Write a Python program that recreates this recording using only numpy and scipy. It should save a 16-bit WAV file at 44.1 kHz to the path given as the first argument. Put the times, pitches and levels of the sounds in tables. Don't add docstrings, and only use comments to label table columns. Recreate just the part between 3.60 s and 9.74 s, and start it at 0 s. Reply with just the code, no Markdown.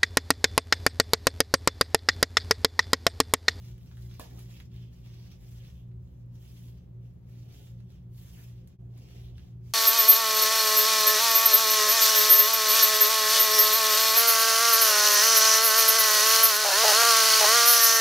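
import sys
import numpy as np
from scipy import signal
from scipy.fft import rfft, irfft
from scipy.io import wavfile
from scipy.ndimage import uniform_filter1d

SR = 44100
rng = np.random.default_rng(int(sys.argv[2]) if len(sys.argv) > 2 else 0)


def wrap_up_sound(samples):
    columns = np.atleast_2d(samples).T
    tamed = np.clip(columns, -1, 1)
    steps = np.round(tamed * 32767).astype(np.int16)
    wavfile.write(sys.argv[1], SR, steps)


N = 270638
TIME = np.arange(N) / SR
BINS = np.fft.rfftfreq(N, 1 / SR)

HUM_HZ = [58.66, 62.0, 117.32, 120.01, 175.93, 138.96, 82.12, 87.37, 189.6, 234.6, 245.5, 368.6, 371.3]
HUM_DB = [-60.5, -59, -52, -47, -58, -64.5, -67, -72.5, -71.5, -75, -78, -75, -75.5]
# t/s, gain/dB
HUM_DRIFT = [(0.1, -1), (0.45, 0), (0.8, -1), (1.2, 0.5), (1.55, -3), (2.3, 0), (3.0, -1.5), (6.1, -0.45)]
# f/Hz, likeness/0-1
AIR_LIKENESS = [(100, 0.92), (200, 0.67), (330, 0.5), (550, 0), (1500, 0), (12000, 0.05)]
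# f/Hz, gain/dB
AIR_COLOUR = [(20, -13.5), (35, -15.5), (55, 0), (90, 0.5), (160, -3), (210, -12.5), (265, -18.5),
              (330, -17), (460, -24), (620, -27.5), (900, -33.5), (1400, -40), (4000, -48.5),
              (15000, -79.5)]
# t/s, level/dB
RUMBLE = [(0, -58), (0.55, -50), (0.7, -60), (1.05, -53), (1.6, -53.5), (2.4, -51.5), (2.9, -64),
          (3.35, -53.5), (3.8, -60), (4.4, -63), (4.65, -49), (5.1, -71), (5.4, -68), (5.65, -49),
          (6.1, -54)]
# f/Hz, width/Hz, level/dB
PANEL_TONES = [(182.5, 18, -65), (230.5, 10, -73.5), (243.7, 10, -73), (288.7, 24, -77), (372.1, 16.3, -73),
               (410.3, 30, -80), (526.6, 49, -77.5)]
# t/s, length/s, level/dB, paste crackle offset/dB, glove slip offset/dB
STROKES = [(0.016, 0.084, -67, -6, -2.5), (0.22, 0.16, -73, -4.5, -4), (0.394, 0.064, -69, -2.5, -15),
           (0.5, 0.14, -66, -13, -3.5), (0.677, 0.055, -69.5, -5, -9), (0.783, 0.036, -64.5, -2, -3.5),
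           (0.891, 0.086, -65.5, -6, 0), (1.151, 0.077, -69.5, -21, 4), (1.33, 0.076, -73, -8, -2),
           (1.45, .28, -68, -22, -2), (1.818, 0.045, -70, -6, -4), (1.892, 0.082, -70.5, -1, -0.5),
           (2.004, 0.085, -69.5, -8, 3.5), (2.131, 0.065, -76.5, -2.5, 5.5), (2.418, 0.19, -85, -1.5, -11),
           (2.492, 0.024, -82.5, -5, 1.5), (2.754, 0.01, -73.5, -5, -10), (2.817, 0.27, -70.5, -1, 2),
           (3.153, 0.026, -76.5, -10, 1), (3.434, 0.031, -81, -2.5, 3.5), (3.692, 0.17, -74, -5.5, -1),
           (3.9, 0.054, -68.5, -11, -1), (3.944, 0.12, -68.5, -3, 2.5), (4.184, 0.011, -80, -17, 3),
           (4.304, 0.049, -76.5, -8, 3), (4.58, 0.05, -69.5, 2.5, -1), (4.657, 0.093, -69.5, 1, 0.5),
           (4.746, 0.096, -66.5, -1, 2.5), (4.872, 0.03, -71, -4, -4), (4.967, 0.012, -74.5, -18, 2.5),
           (5.073, 0.042, -80, -17, 1), (5.373, 0.17, -69.5, -15, 0), (5.513, 0.14, -69.5, -7, 2.5),
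           (5.763, 0.098, -73, -24, 1), (6.073, .07, -71.5, -3, -5.5)]
# f/Hz, gain/dB
STRAND_COLOUR = [(400, -23), (1000, 1), (1350, -4), (1800, -1.5), (3000, 0), (4300, 0.5), (5400, 3.5),
                 (6700, -4.5), (8400, -1.5), (11000, -9.5), (15500, -8)]
# t/s, f/Hz
FILM_PITCH = [(0.1, 3203), (0.54, 3694), (0.93, 2978), (1.2, 3050), (2.1, 3100), (2.85, 2957), (3.1, 3108),
              (3.75, 2784), (4.0, 3349), (4.35, 3155), (4.65, 3418), (4.78, 2500), (4.86, 2850),
              (5.0, 3090), (5.45, 2804), (5.64, 3440), (5.85, 3186)]
# centre t/s, half length/s, centre
# f/Hz, level/dB
SQUEAKS = [(0.678, 0.004, 3310, -57), (0.758, 0.007, 880, -64.5), (0.785, 0.003, 850, -56),
           (0.957, 0.022, 2980, -61.5), (1.195, 0.02, 3100, -68), (4.78, 0.014, 1982, -59),
           (4.827, 0.007, 1950, -67), (5.647, .03, 3450, -66.5), (5.755, .004, 3130, -69),
           (5.776, 0.003, 3100, -61)]
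# t/s, length/s, relative level/dB
SLEEVE_RUBS = [(0.725, 0.044, -62), (3.845, 0.14, -74), (5.215, 0.2, -70.5), (5.534, 0.31, -74)]
# f/Hz, gain/dB
SLEEVE_COLOUR = [(120, -6), (290, 10), (420, 7), (600, 2), (800, 1), (1300, -27.5), (3000, -40)]
# t/s, relative level/dB, treble offset/dB, ring f/Hz
TICKS = [(0.181, -54.5, -9, 3100), (0.3142, -45.5, -29, 1670), (0.3538, -60, -16, 4500),
         (0.3712, -48, -16, 1940), (0.389, -60, -18, 3400), (0.423, -55, -6, 5400),
         (0.513, -46.5, -24, 3600), (0.596, -51, 3.5, 3400), (0.793, -46.5, -7, 2920),
         (0.858, -53, -18, 3100), (1.002, -38.5, -20, 3020), (1.462, -50, -17, 2500),
         (1.607, -66, -15, 3100), (1.917, -58, -4, 3100), (2.050, -49.5, -17, 3000),
         (2.315, -59, -29, 2800), (2.475, -67, -12, 4530), (2.756, -60, -14, 4500), (2.823, -66, -12, 3000),
         (2.833, -68, -9, 3000), (4.071, -54, -20, 2900), (4.204, -52.5, -18.5, 2800),
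         (4.304, -60.5, -5, 5000), (4.321, -57, -13, 1380), (4.340, -71, -15, 3230), (4.636, -62, -6, 3970),
         (5.075, -60.5, 2.5, 5500), (5.377, -57.5, -2, 3000), (5.488, -51.5, -15, 2900),
         (5.51, -54, -18, 3800), (5.676, -65, -18, 2500), (5.7804, -51.5, -25, 1670),
         (5.7819, -45, -22, 3020), (5.7955, -49.5, -36, 3000)]
# f/Hz, gain/dB
TICK_COLOUR = [(300, -33), (900, -2.5), (1700, 6.5), (2300, 1.5), (3100, 5), (4200, 6.5), (5200, -1),
               (9000, -20), (15500, -32)]
# t/s, level/dB, fall time/s
SNAP_FLAPS = [(0.597, -37, 0.0047), (0.603, -49.5, 0.016), (0.61, -51, 0.02), (0.62, -55, 0.0099),
              (0.639, -58.5, 0.016)]
# f/Hz, gain/dB
SNAP_COLOUR = [(150, 3), (430, -4.5), (600, 3.5), (800, 1), (1080, 0.5), (1350, -12.5), (1700, -4),
               (2050, -17), (2400, -11), (3500, -10), (5500, -13.5), (8500, -10.5), (12000, -13.5),
               (15500, -17.5)]
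# f/Hz, level/dB, t60/s
SNAP_MODES = [(469, -52.5, 0.23), (519, -60, 0.2), (630, -56, 0.2), (711, -53.5, 0.21), (2410, -59, 0.13)]
CHANNEL_LIKENESS = [(300, 0.65), (1200, 0.12), (2500, 0.39), (4200, 0.62), (6500, 0.092), (8400, 1),
                    (10000, 1), (11300, 0.11), (13000, 1)]
# f/Hz, phase/rad
CHANNEL_PHASE = [(250, .2), (650, 2.2), (1200, 0), (2900, 1.9), (3400, 1.4), (5400, 3.1), (6500, 3.9),
                 (8400, 3.15), (10100, 3.1), (12600, 0)]

HUM_SWELL_S = 0.451


def undb(db):
    return 10 ** (np.asarray(db) / 20)


def unit(x):
    return x / np.sqrt(np.mean(x ** 2))


def over_hz(points):
    hz, value = np.transpose(points)
    return np.interp(np.log(BINS + 1), np.log(hz), value)


def over_time(points):
    return np.interp(TIME, *np.transpose(points))


def colour(x, points):
    return irfft(rfft(x) * undb(over_hz(points)), N)


def resonance(x, hz, width_hz):
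    return signal.lfilter(*signal.iirpeak(hz, hz / width_hz, fs=SR), x)


def walk(rate):
    hold = int(SR / rate)
    steps = np.repeat(rng.standard_normal(N // hold + 1), hold)
    return 1.85 * uniform_filter1d(uniform_filter1d(steps, hold), hold)[:N]


def crackle(per_s, spread_db):
    size = undb(spread_db * np.minimum(rng.exponential(size=N), 5))
    return unit((rng.random(N) < per_s / SR) * size * rng.choice([-1, 1], N))


def pan(x, right_db):
    return x * undb(np.array([[-right_db], [right_db]]) / 2)


def hum():
    phases = [2 * np.pi * hz * (TIME - HUM_SWELL_S) + .09 * walk(3) for hz in HUM_HZ]
    lines = np.sqrt(2) * sum(undb(db) * np.cos(phase) for db, phase in zip(HUM_DB, phases))
    return lines * undb(over_time(HUM_DRIFT))


def air_at_ports():
    like = np.clip(over_hz(AIR_LIKENESS), 0, 1)
    mid, side = rfft(rng.standard_normal((2, N)))
    mid, side = irfft(mid * np.sqrt(1 + like), N), irfft(side * np.sqrt(1 - like), N)
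    return np.array([mid + side, mid - side])


def fan_air(air_db=-53.0, rumble_hz=61, waver_db=1.5, throb_db=1.0, lead_s=0.017):
    air = undb(air_db) * unit(colour(air_at_ports(), AIR_COLOUR))
    rumble = unit(resonance(resonance(air_at_ports(), rumble_hz, 22), rumble_hz, 22))
    air += rumble * undb(over_time(RUMBLE))
    beat_hz = HUM_HZ[3] - HUM_HZ[2]
    beat = np.cos(2 * np.pi * beat_hz * (TIME - HUM_SWELL_S + lead_s))
    for hz, width_hz, db in PANEL_TONES:
        tone = resonance(resonance(air_at_ports(), hz, width_hz), hz, width_hz)
        air += undb(db) * unit(tone * undb(waver_db * walk(6) + throb_db * beat))
    return air


def contact(s, length_s, grip_db_per_s=243, release_db_per_s=160):
    early, late = np.maximum(s - TIME, 0), np.maximum(TIME - s - length_s, 0)
    return undb(-np.minimum(grip_db_per_s * early + release_db_per_s * late, 100))


def strokes(rest_db=-94, paste_rest_db=-89):
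    effort = undb([[rest_db], [paste_rest_db], [rest_db]])
    for s, length_s, db, paste_db, slip_db in STROKES:
        gains = undb([[db], [db + paste_db], [db + slip_db]])
        effort = np.maximum(effort, gains * contact(s, length_s))
    return effort


def threads(low_hz=1750, high_hz=6760, count=8):
    pitches = np.geomspace(low_hz, high_hz, count)
    return unit(sum(unit(resonance(crackle(per_s=26, spread_db=2.1), hz, hz / 4)) for hz in pitches))


def catches(fall_s=0.003, depth=0.17):
    releases = np.abs(crackle(per_s=90, spread_db=1.5))
    jerks = signal.lfilter([1], [1, -np.exp(-1 / (fall_s * SR))], releases)
    return unit(1 - depth + depth * 2 * unit(jerks))


def hair(pull, tear, strand_db=3.0, paste_db=5.0, thread_db=-3.5, bubble_db=-4):
    releases = crackle(per_s=6000, spread_db=3.5)
    tears = crackle(per_s=5000, spread_db=3.5)
    bubbles = undb(bubble_db) * crackle(per_s=260, spread_db=2.5)
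    strands = undb(strand_db) * unit(colour(releases, STRAND_COLOUR))
    paste_colour = [(3000, -52.0), (6000, -2.5), (8500, 1.0), (12000, -3.0), (15500, -4.5)]
    paste = undb(paste_db) * unit(colour(tears + bubbles, paste_colour))
    return (strands + undb(thread_db) * threads()) * pull * catches() + paste * tear


def glove_slips(slip, width_hz=1050, glide=0.051, wander=0.015):
    lowpass = signal.butter(2, width_hz / 2, fs=SR, output="sos")
    friction = unit(signal.sosfilt(lowpass, crackle(per_s=3500, spread_db=3)))
    film_hz = over_time(FILM_PITCH) * (1 + wander * walk(8))
    film = slip * friction * np.sin(2 * np.pi * np.cumsum(film_hz) / SR)
    for s, half_s, hz, db in SQUEAKS:
        near = np.abs(TIME - s) < 3 * half_s
        offset = (TIME[near] - s) / half_s
        phase = 2 * np.pi * np.cumsum(hz * (1 + glide * np.tanh(offset))) / SR
        film[near] += undb(db) * np.exp(-offset ** 2 / 2) * friction[near] * np.sin(phase)
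    return film


def sleeve(pull, follow_db=-6.5, gain_db=1.5):
    lifts = sum(undb(db) * contact(s, length_s) for s, length_s, db in SLEEVE_RUBS)
    cloth = unit(colour(crackle(per_s=3200, spread_db=4.5), SLEEVE_COLOUR))
    return undb(gain_db) * (lifts + undb(follow_db) * pull) * cloth


def ticks(dull_db=1.0, bright_db=7.5, fizz=0.44, fall_s=0.0012, ring_db=-3.5, cycles=2.5):
    dull, bright, ring = np.zeros((3, N))
    t = TIME[:SR // 80]
    for s, db, treble_db, hz in TICKS:
        crack = fizz * rng.choice([-1, 1], len(t)) * np.exp(-t / fall_s)
        crack[0] = 4
        span = slice(int(s * SR), int(s * SR) + len(t))
        dull[span] += undb(db + dull_db) * crack
        bright[span] += undb(db + treble_db + bright_db) * crack
        ring[span] += undb(db + ring_db) * np.sin(2 * np.pi * hz * t) * np.exp(-hz * t / cycles)
    return colour(dull, TICK_COLOUR) + colour(bright, [(3000, -16), (9000, 11), (15500, -4.0)]) + ring


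def glove_snap():
    flaps = sum(undb(db) * (TIME >= s) * np.exp(-np.abs(TIME - s) / fall) for s, db, fall in SNAP_FLAPS)
    return unit(colour(rng.standard_normal(N), SNAP_COLOUR)) * flaps


def snap_ring():
    age = np.maximum(TIME - SNAP_FLAPS[0][0], 0)
    ring = sum(np.sin(2 * np.pi * hz * age) * undb(db - 60 * age / t60) for hz, db, t60 in SNAP_MODES)
    return pan(ring, right_db=2.5)


def air_pocket(start_s=0.5971, ring_hz=1040, rise_s=0.00095, level_db=-38.5):
    age = np.maximum(TIME - start_s, 0)
    pop = np.sin(2 * np.pi * ring_hz * age) * age / rise_s * np.exp(1 - age / rise_s)
    return pan(undb(level_db) * pop, right_db=5)


def in_room(x, t60, right_db, walls_db=0.0, count=5):
    t = TIME[:SR // 2]
    walls = 0
    for k in range(count):
        tail = rng.standard_normal((2, len(t))) * undb(-60 * t / t60) * (t > .002)
        tail /= np.sqrt(np.sum(tail ** 2, axis=1, keepdims=True))
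        share = np.sqrt(2 / count) * np.cos(2 * np.pi * walk(3) + np.pi * k / count)
        walls = walls + signal.fftconvolve((x * share)[None], tail, axes=1)[:, :N]
    like = np.clip(over_hz(CHANNEL_LIKENESS), .02, .98)
    direct = rfft(x) * np.exp(1j * over_hz(CHANNEL_PHASE) * np.array([[-1], [0]]))
    stereo = irfft(direct * np.sqrt(like) + undb(walls_db) * rfft(walls) * np.sqrt(1 - like), N)
    return pan(stereo, right_db)


def scene():
    pull, tear, slip = strokes()
    lock = in_room(hair(pull, tear), t60=0.12, right_db=0.5)
    rubs = in_room(glove_slips(slip) + sleeve(pull), t60=0.13, right_db=6.0)
    pops = in_room(ticks(), t60=0.12, right_db=1.0, walls_db=-2.5)
    snap = in_room(glove_snap(), t60=0.19, right_db=2.5) + snap_ring() + air_pocket()
    return lock + rubs + pops + snap + hum() + fan_air()


def record(dry, dip_s=5.181, top_hz=15800):
    width_s = np.where(TIME < dip_s, 0.028, 0.012)
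    dip = 1 - 0.9 * np.exp(-((TIME - dip_s) / width_s) ** 2)
    return signal.sosfilt(signal.ellip(10, .2, 70, top_hz, fs=SR, output="sos"), dry * dip)


dry = scene()
out = record(dry)
wrap_up_sound(out)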